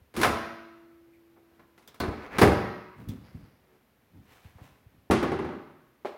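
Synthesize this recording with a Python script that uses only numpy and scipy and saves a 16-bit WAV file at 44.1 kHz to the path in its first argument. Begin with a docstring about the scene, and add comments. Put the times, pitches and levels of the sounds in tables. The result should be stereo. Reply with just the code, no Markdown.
"""A microwave door is pulled open with a snap and a humming spring, then pushed back until it latches.
A wooden cabinet door is opened, swung back and let go: it bangs and bounces to rest. Last comes one
hollow knock. Each blow is a short crack plus fading tones; rubbing is a fast run of tiny slips.
The bare kitchen of an empty house rings after every blow, heard by two microphones close by."""
import sys
import numpy as np
from scipy import signal
from scipy.fft import rfft, irfft, next_fast_len
from scipy.io import wavfile
from scipy.ndimage import uniform_filter1d

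SR = 44100
rng = np.random.default_rng(int(sys.argv[2]) if len(sys.argv) > 2 else 0)


def log_audio(samples):
    """Write samples as a 16-bit WAV file to the path given in sys.argv[1]."""
    # one column per channel
    frames = np.atleast_2d(samples).T
    # limit to full scale, then quantise
    limited = np.clip(frames, -1, 1)
    pcm = np.round(limited * 32767).astype(np.int16)
    wavfile.write(sys.argv[1], SR, pcm)


N = 272484
BAND_HZ = np.geomspace(40, 16000, 18)


def amp(db):
    """Turns decibels into a gain."""
    return 10 ** (np.asarray(db) / 20)


def unit_power(x):
    """Scales a sound to an average power of 1."""
    return x / np.sqrt(np.mean(x ** 2) + 1e-20)


def read(points, hz):
    """A table's value at the frequency hz."""
    f, value = np.transpose(points)
    return np.interp(np.log(hz + 1), np.log(f + 1), value)


def add(mix, s, sound):
    """Mixes a sound in, starting at s seconds."""
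    part = mix[:, round(s * SR):][:, :sound.shape[-1]]
    part += sound[..., :part.shape[1]]


def tinted(x, colour):
    """Filters a sound by a colour: a table of how strong each frequency is."""
    size = next_fast_len(x.shape[-1] + 4096)
    gain = amp(read(colour, np.fft.rfftfreq(size, 1 / SR)))
    return irfft(rfft(x, size) * gain, size)[..., :x.shape[-1]]


# how alike left and right are (frequency [Hz], likeness [0 to 1])
LIKENESS = [(100, 0.96), (300, 0.9), (550, .8), (900, 0.41), (1400, 0), (16000, 0)]
def stereo_noise(size):
    """White noise at two close microphones: alike in the bass, unrelated in the treble."""
    common, apart = rfft(rng.standard_normal((2, size)))
    angle = np.arccos(np.clip(read(LIKENESS, np.fft.rfftfreq(size, 1 / SR)), -1, 1)) / 2
    return irfft(np.array([common * np.cos(angle) + side * apart * np.sin(angle) for side in (1, -1)]), size)


def in_bands(x):
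    """Splits a stereo sound into bands, low to high: bands x channels x samples."""
    hz = np.fft.rfftfreq(x.shape[-1], 1 / SR)
    shares = np.array([read(np.c_[BAND_HZ, one], hz) for one in np.eye(len(BAND_HZ))])
    return irfft(rfft(x) * shares[:, None], x.shape[-1])


def ringing(tones, t):
    """Pure tones, each fading by 60 dB over its ring time, t60."""
    return sum((-1) ** k * amp(db - 60 * t / t60) * np.sin(2 * np.pi * hz * t)
               for k, (hz, db, t60) in enumerate(tones))


def hardness(hz, bass_db, treble_db):
    """Gain of a blow at hz: a heavy push feeds the bass, a hard edge the treble."""
    return amp(bass_db / (1 + (hz / 480) ** 3) + treble_db / (1 + (3200 / hz) ** 2))


def struck(blows, colour, ring, crack_db, tones=(), tones_db=0, size=18000):
    """Each blow cracks, then rings a crowd of short tones (made of noise) and any strong ones given."""
    t, hz, out = np.arange(size) / SR, BAND_HZ[:, None], np.zeros((2, N))
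    crowd = in_bands(unit_power(tinted(stereo_noise(3 * size), colour)))
    power = np.mean(crowd ** 2, axis=1)
    rise = 1 - np.exp(-t * hz * 2)  # low tones take longer to get going
    decay = rise * (amp(-60 * t / read(ring, hz)) + amp(crack_db) * np.exp(-t / 0.0063))
    weight = decay ** 2 / np.sum(decay ** 2, axis=1, keepdims=True)
    for s, db, bass_db, treble_db in blows:
        start = rng.integers(2 * size)
        part = slice(start, start + size)
        # each band takes its share of the energy
        share = np.sqrt(power.mean(1) / np.sum(power[:, part] * weight, axis=1))
        envelope = decay * share[:, None] * hardness(hz, bass_db, treble_db)
        blow = np.einsum("bct,bt->ct", crowd[..., part], envelope)
        for tone in tones:
            way = rng.choice([-1, 1])  # the spot that is hit decides which way a tone starts
            blow += amp(tones_db) * hardness(tone[0], bass_db, treble_db) * way * ringing([tone], t)
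        add(out, s, amp(db) * blow)
    return out


def rubbing(stroke, colour, slips_per_s, spread_db):
    """Tiny slips of uneven size, following a stroke of (time [s], level [dB]) points."""
    s, db = np.transpose(stroke)
    size, out = 3 * SR, np.zeros((2, N))
    slipping = rng.random(size) < slips_per_s / SR
    slips = slipping * amp(spread_db * np.minimum(rng.exponential(1, size), 4))
    t = np.arange(s[0], s[-1], 1 / SR)
    grain = unit_power(tinted((stereo_noise(size) * slips)[:, :len(t)], colour))
    add(out, s[0], grain * amp(np.interp(t, s, db)))
    return out


def swells(peaks, colour, rise_s, fall_s, slips_per_s, spread_db):
    """Rubbing that swells to each peak and dies away."""
    strokes = [[(max(s - rise_s, 0), db - 18.5), (s, db), (s + fall_s, db - 22.5)] for s, db in peaks]
    return sum(rubbing(stroke, colour, slips_per_s, spread_db) for stroke in strokes)


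# colour of the background hush (frequency [Hz], level [dB])
AIR_COLOUR = [(25, -15), (50, -5), (65, 3.5), (100, -4), (130, 2.5), (170, -7), (245, 1), (330, -8.5),
              (420, -4.5), (800, -10.5), (2000, -12.5), (4000, -20.5), (8000, -28.5), (13500, -19.5),
              (15800, -25)]
def air(level_db=-65.5):
    """A faint, steady rumble and hiss."""
    return amp(level_db) * unit_power(tinted(stereo_noise(N), AIR_COLOUR))


# how long the echo lasts (frequency [Hz], ring time [s])
ROOM_RING = [(80, 0.71), (300, 0.8), (600, 0.69), (1300, 1), (2700, 0.95), (5000, 0.88), (8000, .45),
             (15000, 0.93)]
# the echo compared with the direct sound (frequency [Hz], level [dB])
ROOM_LEVEL = [(80, -11.5), (300, -6), (700, -3), (1400, -3.5), (3000, -7), (6000, -6), (9000, -9.5),
              (15000, -14)]
def room(x, size=60000):
    """Bare walls throw back a dense echo that builds up quickly and fades in about a second."""
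    t = np.arange(size) / SR
    decay = amp(-60 * t / read(ROOM_RING, BAND_HZ[:, None]))
    build_up = 1 - np.exp(-t / 0.0016)
    spectrum = rfft(np.einsum("bct,bt->ct", in_bands(stereo_noise(size)), decay) * build_up)
    spectrum /= np.sqrt(uniform_filter1d(abs(spectrum) ** 2, size=60, axis=1))  # share energy evenly
    tail = tinted(irfft(spectrum, size), ROOM_LEVEL) * np.minimum(1, 10 * (t[-1] - t))
    return signal.fftconvolve(x, tail, axes=1)[:, :N]


# drags of the hand (peak time [s], level [dB])
HAND_STROKES = [(3.0, -43.5), (3.11, -41), (3.36, -48), (4.16, -52), (4.62, -56), (4.95, -61.5)]
# colour of their rumble (frequency [Hz], level [dB])
HAND_COLOUR = [(40, -16), (75, -1.5), (140, 1), (270, -3.5), (420, -16.5), (620, -23.5), (900, -26),
               (2500, -34.5), (7000, -48.5), (15000, -44)]
def hand():
    """Skin dragging on the knob makes the door panel rumble, alike at both microphones."""
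    return swells(HAND_STROKES, HAND_COLOUR, rise_s=.055, fall_s=.22, slips_per_s=6200, spread_db=3)[0]


def fumbles(count=6, start_s=4.38, end_s=5.0, db=-46, spread_db=9, cutoff_hz=115):
    """Faint bumps at loose intervals."""
    gap = (end_s - start_s) / count
    return [(start_s + (k + late) * gap, db + spread_db * (2 * force - 1), cutoff_hz)
            for k, (late, force) in enumerate(rng.random((count, 2)))]


# soft bumps of hand and doors (time [s], strength [dB], treble cutoff [Hz])
BUMPS = [(.01, -45, 90), (2.077, -21.5, 125), (2.988, -42, 155), (3.069, -30, 111), (3.087, -28.5, 310),
         (3.345, -34.5, 181), (3.425, -38, 84), (4.18, -45.5, 220.6)]
# a panel's low tones (frequency [Hz], level [dB], ring time [s])
BUMP_TONES = [(68.3, -1.5, 0.099), (101.3, 1.5, 0.095), (152.1, 9.5, 0.036), (241, -3.5, 0.2),
              (300, 2.5, 0.047)]
def bumps():
    """Soft contacts wake only the lowest tones of a panel, a little differently at each spot."""
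    t, out = np.arange(SR // 3) / SR, np.zeros((2, N))
    for s, db, cutoff_hz in BUMPS + fumbles():
        tones = [(hz * (1 + 0.06 * rng.uniform(-1.1, 1)),
                  level - 10 * np.log10(1 + (hz / cutoff_hz) ** 6), t60) for hz, level, t60 in BUMP_TONES]
        add(out, s, amp(db) * ringing(tones, t) * (1 - np.exp(-t / 0.0032)))
    return out


# hinge noises (peak time [s], level [dB])
SQUEAKS = [(1.14, -64.5)]
SQUEALS = [(3.27, -58.5), (3.45, -63)]
RASPS = [(4.33, -55), (4.46, -59), (4.65, -57)]
# their colours (frequency [Hz], level [dB])
SQUEAK_COLOUR = [(1600, -31), (2000, -2.5), (2350, 1), (3000, -26)]
SQUEAL_COLOUR = [(500, 9), (2200, 6), (3600, -5), (4900, 1.5), (5800, -9), (8500, -20), (10600, -11),
                 (11200, -7), (12000, -11), (15500, -40)]
RASP_COLOUR = [(200, -2), (900, -0.5), (2500, -3), (5000, -13.5), (8000, -16.5), (15000, -16)]
def hinges():
    """The microwave's hinge squeaks once; the cabinet's squeal as it opens and rasp as it swings back."""
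    squeak = swells(SQUEAKS, SQUEAK_COLOUR, rise_s=.02, fall_s=.05, slips_per_s=3000, spread_db=1)
    squeal = swells(SQUEALS, SQUEAL_COLOUR, rise_s=.12, fall_s=.22, slips_per_s=3200, spread_db=2)
    rasp = swells(RASPS, RASP_COLOUR, rise_s=.11, fall_s=.2, slips_per_s=6600, spread_db=-2.5)
    return squeak + squeal + rasp


# small ticks (time [s], strength [dB])
TICKS = [(1.876, -45.5), (1.945, -57), (2.001, -38.5), (2.418, -28), (3.087, -44), (5.23, -46)]
# their colour (frequency [Hz], level [dB])
TICK_COLOUR = [(300, -13.5), (2700, -8), (3600, 2.5), (4500, -7), (5400, -4), (7000, -8.5), (11000, -8.5),
               (15500, -1)]
# their fade (frequency [Hz], ring time [s])
TICK_RING = [(3000, 0.2), (15000, 0.065)]
def ticks():
    """Short, bright ticks of treble, most of them faint."""
    return struck([(s, db, 0, 0) for s, db in TICKS], TICK_COLOUR, TICK_RING, crack_db=-6, size=6000)


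# the latch's scrape (time [s], level [dB])
LATCH_SLIDE = [(2.1, -51), (2.17, -50), (2.26, -41.5), (2.295, -54), (2.32, -41.5), (2.375, -34),
               (2.39, -61)]
# its colour (frequency [Hz], level [dB])
LATCH_COLOUR = [(150, -14), (400, -14.5), (1300, -18), (2200, -18), (3200, -32.5), (5000, -40.5),
                (8000, -50.5), (15000, -51.5)]
def latch_slide():
    """The latch hooks rub up their ramps as the microwave closes."""
    return rubbing(LATCH_SLIDE, LATCH_COLOUR, slips_per_s=4900, spread_db=-5.5)


# the door spring's low and high tones (frequency [Hz], level [dB], ring time [s])
SPRING_TONES = [(232, -32, 1.1), (335.8, -43.5, 4.5), (348, -26, .3)]
SPRING_OVERTONES = [(671.5, -33, 1.1), (1229, -32, .6)]
def spring(freed_s=.176, snap_s=.232, held_s=1.75, damping_db_per_s=45):
    """Plucked and jarred by the latch, the spring hums, then dies faster once the hand takes the door."""
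    t, out = np.arange(3 * SR) / SR, np.zeros((2, N))
    damping = amp(-damping_db_per_s * np.maximum(t + freed_s - held_s, 0))
    add(out, freed_s, ringing(SPRING_TONES, t) * damping)
    add(out, snap_s, ringing(SPRING_OVERTONES, t))
    return out


# the knock and its rebound (time [s], strength [dB], extra bass [dB], extra treble [dB])
KNOCKS = [(6.0488, -31.5, 8.5, -8.5), (6.0543, -29.5, -1.5, 7)]
# its colour (frequency [Hz], level [dB])
KNOCK_COLOUR = [(100, -36.5), (240, -5), (400, 12), (600, 5), (900, 1), (1300, -6.5), (2300, -11),
                (4000, -24.5), (7000, -41), (15000, -47)]
# its fade (frequency [Hz], ring time [s])
KNOCK_RING = [(300, 0.097), (900, 0.094), (5000, 0.27)]
# its strong tones (frequency [Hz], level [dB], ring time [s])
KNOCK_TONES = [(590, 1, .03), (720, -2, .025), (870, 1, .022)]
def hollow_knock():
    """A knock on something too small to give bass."""
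    knock = struck(KNOCKS, KNOCK_COLOUR, KNOCK_RING, crack_db=-25,
                   tones=KNOCK_TONES, tones_db=-1, size=6000)
    return signal.sosfilt(signal.butter(2, 190, "high", fs=SR, output="sos"), knock)


def bounces(bang_s, count=7, flight_s=.117, flight_kept=.78):
    """Each flight of the cabinet door is shorter than the last, each landing weaker and duller."""
    times = bang_s + np.cumsum(flight_s * flight_kept ** np.arange(count))
    # (strength [dB], extra bass [dB], extra treble [dB])
    first, step = np.array([-23.5, 1.8, -5]), np.array([-3.5, 0.42, -1.5])
    return [(s, *(first + k * step)) for k, s in enumerate(times)]


# a jolt on the hinge, then a soft and a hard hit on the frame
# (time [s], strength [dB], extra bass [dB], extra treble [dB])
CABINET_BLOWS = [(4.584, -45.5, -14.5, -32), (5.100, -25, 13, -20.5), (5.110, -18, 0.5, 7)]
# the wood's colour (frequency [Hz], level [dB])
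CABINET_COLOUR = [(35, -35), (80, 6), (115, -5), (170, 3), (300, 3), (400, 9), (520, -1), (1200, -2),
                  (2000, -9), (3800, -22.5), (7500, -32.5), (10000, -28.5), (15500, -42)]
# its fade (frequency [Hz], ring time [s])
CABINET_RING = [(100, 0.43), (400, 0.23), (1300, 0.22), (4000, 0.5), (12000, 0.14)]
# its strong tones (frequency [Hz], level [dB], ring time [s])
CABINET_TONES = [(87.7, -6.5, 0.72), (154.6, -0.5, 0.61), (222.5, 1, 0.35), (260, -15.5, 0.36),
                 (326.4, 0, 0.38), (353, -2.5, 0.82), (384, 6.5, 0.27), (441, -24, 0.2), (650, -11, 0.26),
                 (1102, -4, 0.28)]
def cabinet():
    """The wooden door bangs on its frame and bounces to rest."""
    blows = CABINET_BLOWS + bounces(bang_s=CABINET_BLOWS[-1][0])
    return struck(blows, CABINET_COLOUR, CABINET_RING, crack_db=-9.5, tones=CABINET_TONES, tones_db=-12.5)


def latch_strain(count=6, start_s=.14, end_s=.2, start_db=-47, end_db=-32.5, bass_db=5.5, treble_db=6):
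    """Under the pull, the latch slips in ever stronger jerks."""
    times, levels = np.linspace(start_s, end_s, count), np.linspace(start_db, end_db, count)
    return [(s, db, bass_db, treble_db) for s, db in zip(times, levels)]


# first thud of each shudder (time [s], strength [dB])
SHUDDERS = [(.255, -26.5), (2.035, -27.5), (2.429, -12.5)]
def shudders(count=3, gap_s=.045, loss_db=7, bass_db=4, bass_step_db=1, treble_db=-15):
    """After a heavy blow the microwave rocks, each thud weaker and deeper than the last."""
    return [(s + k * gap_s, db - k * loss_db, bass_db + k * bass_step_db, treble_db)
            for s, db in SHUDDERS for k in range(count)]


# latch and door hitting the case (time [s], strength [dB], extra bass [dB], extra treble [dB])
MICROWAVE_BLOWS = [(.165, -35.5, -1, 13.5), (.214, -26.5, -2.5, 11.5), (.232, -12, -13.5, -3),
                   (.246, -17, -15.5, -6.5), (2.002, -25, -0.5, -6.5), (2.384, -19.5, 0.5, 4),
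                   (2.415, -12.5, 5.5, -2)]
# light clicks of the swinging door (time [s], strength [dB], extra treble [dB])
DOOR_CLICKS = [(1.363, -52.5, -36), (1.594, -49.5, -13.5), (1.778, -54, 6), (1.823, -59, 4.5),
               (1.877, -51.5, -2), (1.943, -51.5, 4)]
# colours of the hooks and the case (frequency [Hz], level [dB])
HOOK_COLOUR = [(2500, -26), (3700, -1.5), (4300, 5), (4900, -3.5), (5700, -16.5), (9000, -27.5)]
CASE_COLOUR = [(35, -21), (75, 2.5), (160, -2), (350, 0.5), (520, -5), (1250, -3.5), (2100, -9),
               (3000, -16), (5500, -22), (7500, -29.5), (10500, -25.5), (15500, -35.5)]
# the case's fade (frequency [Hz], ring time [s])
CASE_RING = [(100, 0.31), (400, 0.25), (1300, 0.16), (4000, 0.2), (12000, 0.26)]
# its strong tones (frequency [Hz], level [dB], ring time [s])
CASE_TONES = [(66.6, -10.5, 0.51), (78, -7, 0.19), (95, -11.5, 0.57), (214.8, 2, 0.42), (294, -9.5, 0.5),
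              (300, -1.5, 0.1), (370, -1.5, 0.32), (416, 2.5, 0.11), (578, -14.5, 0.69), (792, -12.5, 0.4)]
def microwave(click_bass_db=-5.5):
    """Latch hooks snap out of their slots; later they land with a ring, and the door slams shut."""
    hooks = struck([(2.003, -39.5, .0061, .005)], HOOK_COLOUR, [(3000, .25), (6000, .12)], crack_db=-7.5)
    clicks = [(s, db, click_bass_db, treble_db) for s, db, treble_db in DOOR_CLICKS]
    blows = MICROWAVE_BLOWS + shudders() + latch_strain() + clicks
    return hooks + struck(blows, CASE_COLOUR, CASE_RING, crack_db=-10.5, tones=CASE_TONES, tones_db=-14.5)


def scene():
    """Mixes all the sounds; all but the spring and the hush echo in the room."""
    doors = microwave() + cabinet() + hinges() + latch_slide()
    ticking = ticks()
    thuds = amp(-1) * bumps() + hand()
    knock = hollow_knock()
    hush = air()
    echo = room(doors + amp(-4) * ticking + amp(-3.5) * thuds + knock)
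    return doors + ticking + thuds + knock + spring() + echo + hush


# balance of the microphones (frequency [Hz], left minus right [dB])
BALANCE = [(100, -2.5), (550, -2.5), (1000, -5.5), (4800, -5), (8000, -4.5), (15000, 3)]
def record(dry, ceiling=.95, low_hz=38, high_hz=16150):
    """The left microphone is mostly quieter; the deepest bass and highest treble are cut."""
    mics = np.array([tinted(x, [(hz, side * db / 2) for hz, db in BALANCE])
                     for x, side in zip(dry, (1, -1))])
    mics = signal.sosfilt(signal.butter(2, low_hz, "high", fs=SR, output="sos"), mics)
    mics /= (1 + (mics / ceiling) ** 4) ** .25  # rounds off the loudest peaks
    treble_cut = signal.firwin(511, high_hz, window=("kaiser", 9), fs=SR)
    return signal.oaconvolve(mics, treble_cut[None], "same")


dry = scene()
out = record(dry)
log_audio(out)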